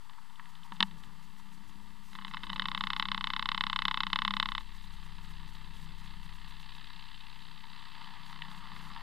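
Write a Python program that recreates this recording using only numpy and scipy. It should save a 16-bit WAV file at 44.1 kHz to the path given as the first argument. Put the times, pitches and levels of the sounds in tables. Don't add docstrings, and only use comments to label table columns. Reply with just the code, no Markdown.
import sys
import numpy as np
from scipy import signal
from scipy.io import wavfile
from scipy.ndimage import uniform_filter1d

SR = 44100
rng = np.random.default_rng(int(sys.argv[2]) if len(sys.argv) > 2 else 0)


def volts(x):
    e = np.asarray(x, float) / 20
    return 10 ** e


def to_wav(s):
    ch = np.atleast_2d(s).T
    pcm = np.round(np.clip(ch, -1, 1) * 32767)
    wavfile.write(sys.argv[1], SR, pcm.astype(np.int16))


N = 397782


def in_time(rows):
    s, *columns = np.transpose(rows)
    return [np.interp(np.arange(N) / SR, s, column) for column in columns]


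def rms_one(x):
    return x / np.sqrt(np.mean(x ** 2) + 1e-20)


def drift(rate):
    r = np.exp(-80 * np.pi * rate / SR)
    white = rng.standard_normal(N // 40 + 2002)
    slow = signal.lfilter([1], [1, -2 * r, r * r], white)[2000:]
    return np.interp(np.arange(N) / 40, np.arange(len(slow)), rms_one(slow))


def peak(x, hz, width_hz):
    r = np.exp(-np.pi * width_hz / SR)
    top = (1 - r * r) / 2 * np.array([1, 0, -1])
    feedback = [1, -2 * r * np.cos(2 * np.pi * hz / SR), r * r]
    return signal.lfilter(top, feedback, x + 1e-18)


def swell(x, hz, width_hz):
    wide = 1.55 * width_hz
    return peak(peak(x, hz, wide), hz, wide)


def passband(x, low_hz, high_hz, order=2):
    return signal.sosfilt(signal.butter(order, [low_hz, high_hz], "band", fs=SR, output="sos"), x)


def clicks(times, sizes):
    out = np.zeros(N)
    out[np.round(np.asarray(times) * SR).astype(int)] = sizes
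    return out


def engine_lows(turns):
    # start_s, shake_db, boom_db, lean_db (boom from seat to pipe)
    rest = [(0, -69, -78, -4), (.3, -77, -76.5, 0), (.63, -72, -72.5, -15), (.95, -58, -63, -5),
            (1.4, -67, -68, 8), (1.76, -64, -64, 7.5), (2.1, -64, -71, 12), (2.5, -54.5, -57, 6.5),
            (3.3, -54.5, -65, 19), (3.9, -53, -63.5, 10), (4.3, -53, -62, 23), (4.65, -50, -66, 8),
            (5.1, -49.5, -65.5, -8), (6.2, -50.5, -63, -1.5), (6.9, -57.5, -71, -4.5), (8, -64.5, -69, 2.5),
            (8.45, -59, -61.5, -2.5), (9.02, -54.5, -64, -4)]
    # multiple, level_db, path (rounded: 0 shake, 1 seat, 2 pipe, 3 steady; -4 also shake)
    orders = [(1, 4, 0), (2, 0, 3), (3, -7, 1), (4, -26, -3.5), (5, 2.5, 1), (6, 0.5, 2), (7, -13.5, 1),
              (8, -23, 2), (9, -18.5, 2)]
    # centre_hz, width_hz, level_db, path (1 seat, 2 pipe)
    boom = [(171.4, 18.7, 2.5, 1), (203.6, 22, -6, 2), (249, 27, -17, 2), (286, 83, -21, 2)]
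    shake_db, boom_db, lean_db = in_time(rest)
    steady_db = np.full(N, -69)
    gains = volts(np.array([shake_db, boom_db - lean_db / 2, boom_db + lean_db / 2, steady_db]))
    clean = 0.81
    unrest = drift(6.7)
    out = 0
    for order, level_db, path in orders:
        path = round(path)
        wobble = 0.023 * order * unrest
        line = np.sqrt(2) * np.cos(2 * np.pi * (order * turns + rng.random()) + wobble)
        wander_db = 0.96 * np.sqrt(order) * drift(4.7) + 3.2 * (path == 3) * drift(0.85)
        out = out + gains[path] * (clean if path else 1) * volts(level_db + wander_db) * line
    white = rng.standard_normal(N)
    for k, (hz, wide, db, path) in enumerate(boom):
        ring = rms_one(swell(white, hz, wide))
        out = out + (-1) ** k * np.sqrt(1 - clean ** 2) * gains[round(path)] * volts(db) * ring
    flutter = rms_one(passband(rng.standard_normal(N), 21, 197))
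    flutter_db = -66.5 + 0.48 * (boom_db + 65)
    return out + volts(flutter_db + 2.0 * drift(4.7)) * flutter


def engine_buzz(turns):
    # start_s, level_db, brightness_db, throb_db (per firing)
    buzz = [(0, -62.5, -7, -0.5), (.7, -60, -6, 1), (1.4, -64, -3, 1.5), (2.05, -63.5, -3, 2),
            (2.6, -55, -7.5, 0.5), (4.5, -58, -5, -1), (4.65, -63, 2, 2.5), (5.3, -60, -0.5, 3),
            (6.3, -60.5, 0.5, 3), (6.8, -60.5, 3.5, 4.5), (7.6, -61, 1.5, 4), (7.9, -56, 0, 3.5),
            (8.3, -54.5, -3, 2.5), (9.02, -52, -5, 2)]
    # centre_hz, width_hz, level_db
    hummed = [(925, 130, 0.5), (1182, 128, -5.5), (1360, 177, -11), (1728, 240, -6.5), (2035, 282, -7.5),
              (2673, 228, -8), (3083, 200, -6.5), (3427, 180, -8), (3847, 325, -8.5), (4584, 450, -11),
              (5100, 91, -30)]
    level_db, bright_db, twice_db = in_time(buzz)
    middle_db = -0.5 + 0.64 * bright_db
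    once_db = 0.45 * twice_db
    angle = 2 * np.pi * turns
    throb_db = once_db * np.cos(angle) + twice_db * np.cos(2 * angle + 1.15)
    throb_db = throb_db + 0.046 * twice_db * np.cos(4 * angle + 0.44)
    sizes = volts(3.27 * np.minimum(rng.exponential(1, N), 5))
    grains = sizes * rng.choice([-1, 1], N) * (rng.random(N) < 8000 / SR)
    dull = rms_one(volts(0.72 * throb_db + 1.26 * drift(38)) * grains)
    bright = rms_one(volts(1.3 * throb_db + 0.6 * drift(20)) * grains)
    rings = [(-1) ** k * volts(db) * swell(dull if k < 5 else bright, hz, wide)
             for k, (hz, wide, db) in enumerate(hummed)]
    low, middle, high = sum(rings[:3]), sum(rings[3:5]), sum(rings[5:8])
    high = high + volts(0.5 * bright_db + 0.5) * rings[8] + volts(-0.4 * bright_db - 1.0) * sum(rings[9:])
    return volts(level_db) * (low + volts(middle_db) * middle + volts(bright_db) * high) / np.std(low)


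def blows_per_turn():
    # start_s, peak_db, sag_db (of the blows between)
    throws = [(2.655, -18, 2.5), (2.747, -17.5, 3), (2.808, -17, 1), (2.902, -16.5, 4), (2.996, -14, 6),
              (3.116, -15.5, 4.5), (3.241, -16, 2), (3.334, -17, 3), (3.488, -14, 4), (3.608, -14, 3.5),
              (3.76, -14, 3), (3.852, -12.5, 4), (4.004, -14, .5), (4.067, -18, 0), (4.1, -27, 0),
              (4.13, -12, 3.5), (4.249, -13.5, 4.5), (4.398, -12.5, 4), (4.549, -18.5, 0),
              (4.579, -19.5, -3)]
    turn_s, hurry_s = 0.0305, 0.002
    rows = [throws[-1][:2]]
    for (s, db, sag_db), (next_s, next_db, _) in zip(throws, throws[1:]):
        count = round((next_s - s) / turn_s)
        way = np.arange(count) / count
        times = s + way * (next_s - s) - hurry_s * np.sin(np.pi * way ** 0.8)
        levels_db = db + way * (next_db - db) - sag_db * np.sin(np.pi * way ** 1.4)
        rows += zip(times, levels_db)
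    return rows


def crack(times, peak_db):
    snap = clicks(times, volts(1.75 * peak_db - 5))
    return swell(snap, 6250, 350) + volts(2.5) * swell(snap, 6550, 300) + volts(-8.0) * swell(snap, 10500, 3500)


def chatter(table, grit_db, grit_s):
    # centre_hz, width_hz, level_db
    shell = [(523, 73, -21), (874, 60.5, -4.5), (1055, 127, 1.5), (1500, 660, -5.5), (2060, 252, -3),
             (2643, 115, -5), (3000, 128, 0), (3575, 370, -5), (3950, 300, -3.5), (4850, 630, -24),
             (5136, 368, -16.5)]
    s, peak_db = np.transpose(table)
    spread = rng.standard_normal((len(s), len(shell) + 2))
    s = s + 0.0003 * np.clip(spread[:, -2], -2, 2)
    starts = clicks(s, volts(peak_db + 23.5 + grit_db))
    fading = signal.lfilter([1], [1, -np.exp(-1 / (grit_s * SR))], starts + 1e-18)
    grit = fading * rng.standard_normal(N) * (rng.random(N) < 1500 / SR)
    out = np.zeros(N)
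    busy = slice(int(s.min() * SR), int(s.max() * SR) + SR // 5)
    for k, (hz, wide, db) in enumerate(shell):
        hard_db = 0.15 * (peak_db + 22.5) * np.log2(hz / 1500)
        jitter_db = 0.7 * spread[:, k]
        blows = clicks(s, volts(peak_db + 23.5 + hard_db + jitter_db))
        touch_and_blow = volts(-6.5) * blows + np.roll(blows, int(0.000889 * SR))
        force = volts(db) * (touch_and_blow + grit)[busy]
        out[busy] += (-1) ** k * (swell(force, hz, wide) + volts(-34.0) * peak(force, hz, 0.22 * wide))
    thud_db = 0.6 * peak_db + 1.2 * spread[:, -1]
    thud = clicks(s, volts(thud_db + 14))
    thuds = swell(thud, 183, 55) + volts(-21.5) * passband(swell(thud, 262, 70), 200, 348)
    return passband(out, 496, 6500, order=4) + thuds + crack(s + 0.0006, peak_db)


def knocks():
    # start_s, peak_db, centre_hz, breadth_octaves, thud_db
    hits = [(.095, -41, 2380, 5.1, -57), (0.132, -47, 2500, 2, -71), (.181, -38, 950, 0.4, -67),
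            (0.297, -47, 3300, .5, -64), (0.356, -42, 3200, 0.31, -61), (0.395, -27, 1600, 0.6, -62),
            (0.455, -40, 2290, 0.56, -71), (.552, -40.5, 3280, 0.97, -58), (0.632, -38, 3150, 0.28, -58),
            (.720, -28, 1000, 1.6, -42), (.758, -45, 3300, .6, -60), (0.765, -42, 3200, 0.66, -65),
            (.804, -9, 3700, 1.58, -31.5), (0.826, -7.5, 3730, 1.49, -29.5), (0.91, -41, 2500, 1.2, -53),
            (1.035, -40, 3000, 2.4, -50), (8.419, -20.5, 2280, 0.58, -69), (8.935, -34, 4900, 0.43, -63),
            (8.946, -34.5, 4840, 0.35, -63), (8.961, -30.5, 1100, 1.5, -53), (8.973, -37, 1110, 1.9, -60)]
    # centre_hz, width_hz, level_db
    grip = [(885, 94, 5.5), (1096, 430, -4), (1786, 194, -1.5), (2060, 340, -12), (2690, 124, -1.5),
            (3000, 220, -2), (3710, 340, -1.5), (4030, 330, -4.5), (4980, 310, -11), (6200, 320, -49)]
    s, peak_db, centre_hz, breadth, thud_db = np.transpose(hits)
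    out = np.zeros(N)
    for k, (hz, wide, db) in enumerate(grip):
        away_db = -6.0 * (np.log2(hz / centre_hz) / np.clip(breadth, 0.3, 5)) ** 2
        touch = clicks(s + 0.0003, volts(peak_db + db + 19.0 + away_db))
        dull_db = -11.0 * np.log2(hz / 900)
        later = [(0.0009, 6), (0.0026, -6.5), (0.0062, 3.5 + dull_db), (0.011, -18 + dull_db)]     # (lag s, dB)
        blows = touch + sum(volts(gain_db) * np.roll(touch, int(lag * SR)) for lag, gain_db in later)
        out += (-1) ** k * (swell(blows, hz, wide) + volts(-19) * peak(blows, hz, 0.3 * wide))
    firm = peak_db > -33
    thud = clicks(s, firm * volts(thud_db + 54.0))
    thuds = peak(thud, 196, 12.4) + volts(-36) * peak(thud, 210, 40)
    edge = volts(-2) * crack(s + 0.00056, peak_db)
    edge = edge + swell(clicks(s + 0.00091, volts(1.5 * peak_db - 6)), 8400, 420)
    return passband(out, 660, 5350, order=3) + thuds + edge


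def electronics():
    # start_s, length_s, wait_s (from the first to the second)
    writes = [(.49, .02, 0), (.636, .034, .094), (.824, .052, 0), (.978, .031, .052), (1.225, .03, .151),
              (1.525, .03, .15), (2.033, .14, 0), (2.276, .034, .151), (2.524, .03, .149),
              (2.775, .026, .057), (2.97, .03, 0), (4.342, .033, .14), (4.592, .032, 0),
              (4.739, .038, .081), (4.923, .032, .113), (5.225, .035, .064), (5.476, .031, .057),
              (5.737, .071, .048), (5.979, .034, .056), (6.228, .034, .106), (6.479, .034, .116),
              (6.742, .03, 0), (8.254, .075, 0), (8.499, .04, .058), (8.747, .05, .063), (8.86, .04, 0)]
    # pitch_hz, level_db (rms)
    whine_lines = [(5195, -86.5), (7776, -88), (7837, -86.5), (7897, -90), (11003, -93), (11090, -86)]
    gate = np.zeros(N)
    for s, length, wait in writes:
        for start in (s, s + wait):
            gate[int(start * SR):int((start + length) * SR)] = 1
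    gate = uniform_filter1d(gate, size=180)
    hiss = rms_one(passband(rng.standard_normal(N), 1500, 8600, order=1))
    t = np.arange(N) / SR
    whines = 0
    for hz, db in whine_lines:
        level = volts(db + 1.5 * drift(3.7))
        whines = whines + level * np.sqrt(2) * np.sin(2 * np.pi * hz * t + 0.84 * drift(7.1))
    return (volts(-73) + volts(-71.5) * gate) * hiss + whines


def scene():
    # start_s, peak_db
    loose = [(2.13, -37.5), (2.151, -30), (2.157, -38), (2.186, -31.5), (2.212, -38), (2.221, -34),
             (2.247, -26.5), (2.268, -37), (2.279, -32.5), (2.311, -33), (2.323, -47), (2.336, -27),
             (2.344, -29), (2.369, -27), (2.377, -40), (2.403, -38), (2.416, -53), (2.4325, -27.5),
             (2.437, -28.5), (2.457, -49), (2.467, -31.5), (2.495, -32), (2.499, -25), (2.518, -45),
             (2.53, -27), (2.559, -24), (2.562, -27.5), (2.595, -18), (2.62, -20.5),
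             (2.579, -34),
        (2.640, -35),
        (4.607, -37),
    ]
    # start_s, peak_db
    taps = [(8.016, -36), (8.327, -36), (8.359, -35), (8.449, -39), (8.484, -42), (8.513, -36),
            (8.546, -38), (8.606, -44), (8.654, -37), (8.666, -44), (8.716, -35), (8.762, -34),
            (8.809, -39), (8.85, -38), (8.869, -44), (8.901, -38), (8.912, -39)]
    turns = np.cumsum(in_time([(0, 34.5), (.3, 33.5), (.85, 34.1), (1.35, 32.5), (1.7, 33.8), (2.2, 32.7),
                               (2.6, 31.8), (2.75, 32.5), (3.4, 32.4), (3.7, 33.3), (4.1, 32.1),
                               (4.3, 33.6), (4.9, 32.25), (5.4, 32.6), (6.3, 32.3), (6.8, 33.1),
                               (8.35, 31.6), (9.02, 32.9)])[0]) / SR
    contacts = chatter(loose, grit_db=-5, grit_s=0.0031)
    contacts = contacts + chatter(blows_per_turn(), grit_db=-19, grit_s=0.0061)
    contacts = contacts + chatter(taps, grit_db=-21, grit_s=0.0034) + knocks()
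    capsule = volts(2.5) * engine_lows(turns) + engine_buzz(turns) + contacts + electronics()
    return np.array([capsule, capsule])


def roll_off(x):
    return signal.sosfilt(signal.butter(12, 16120, fs=SR, output="sos"), x)


def record(dry):
    left, right = dry
    right = signal.lfilter(*signal.butter(1, 140, "high", fs=SR), right)
    rumble = rms_one(passband(rng.standard_normal(N), 27, 260, order=1))
    left = left - 0.01117 + volts(-99) * rumble
    hiss = volts(-71) * passband(rng.standard_normal((2, N)), 60, 14000, order=1)
    top_cut = signal.ellip(10, 0.5, 60, 15150, fs=SR, output="sos")
    return roll_off(signal.sosfilt(top_cut, np.array([left, right]) + hiss))


dry = scene()
out = record(dry)
to_wav(out)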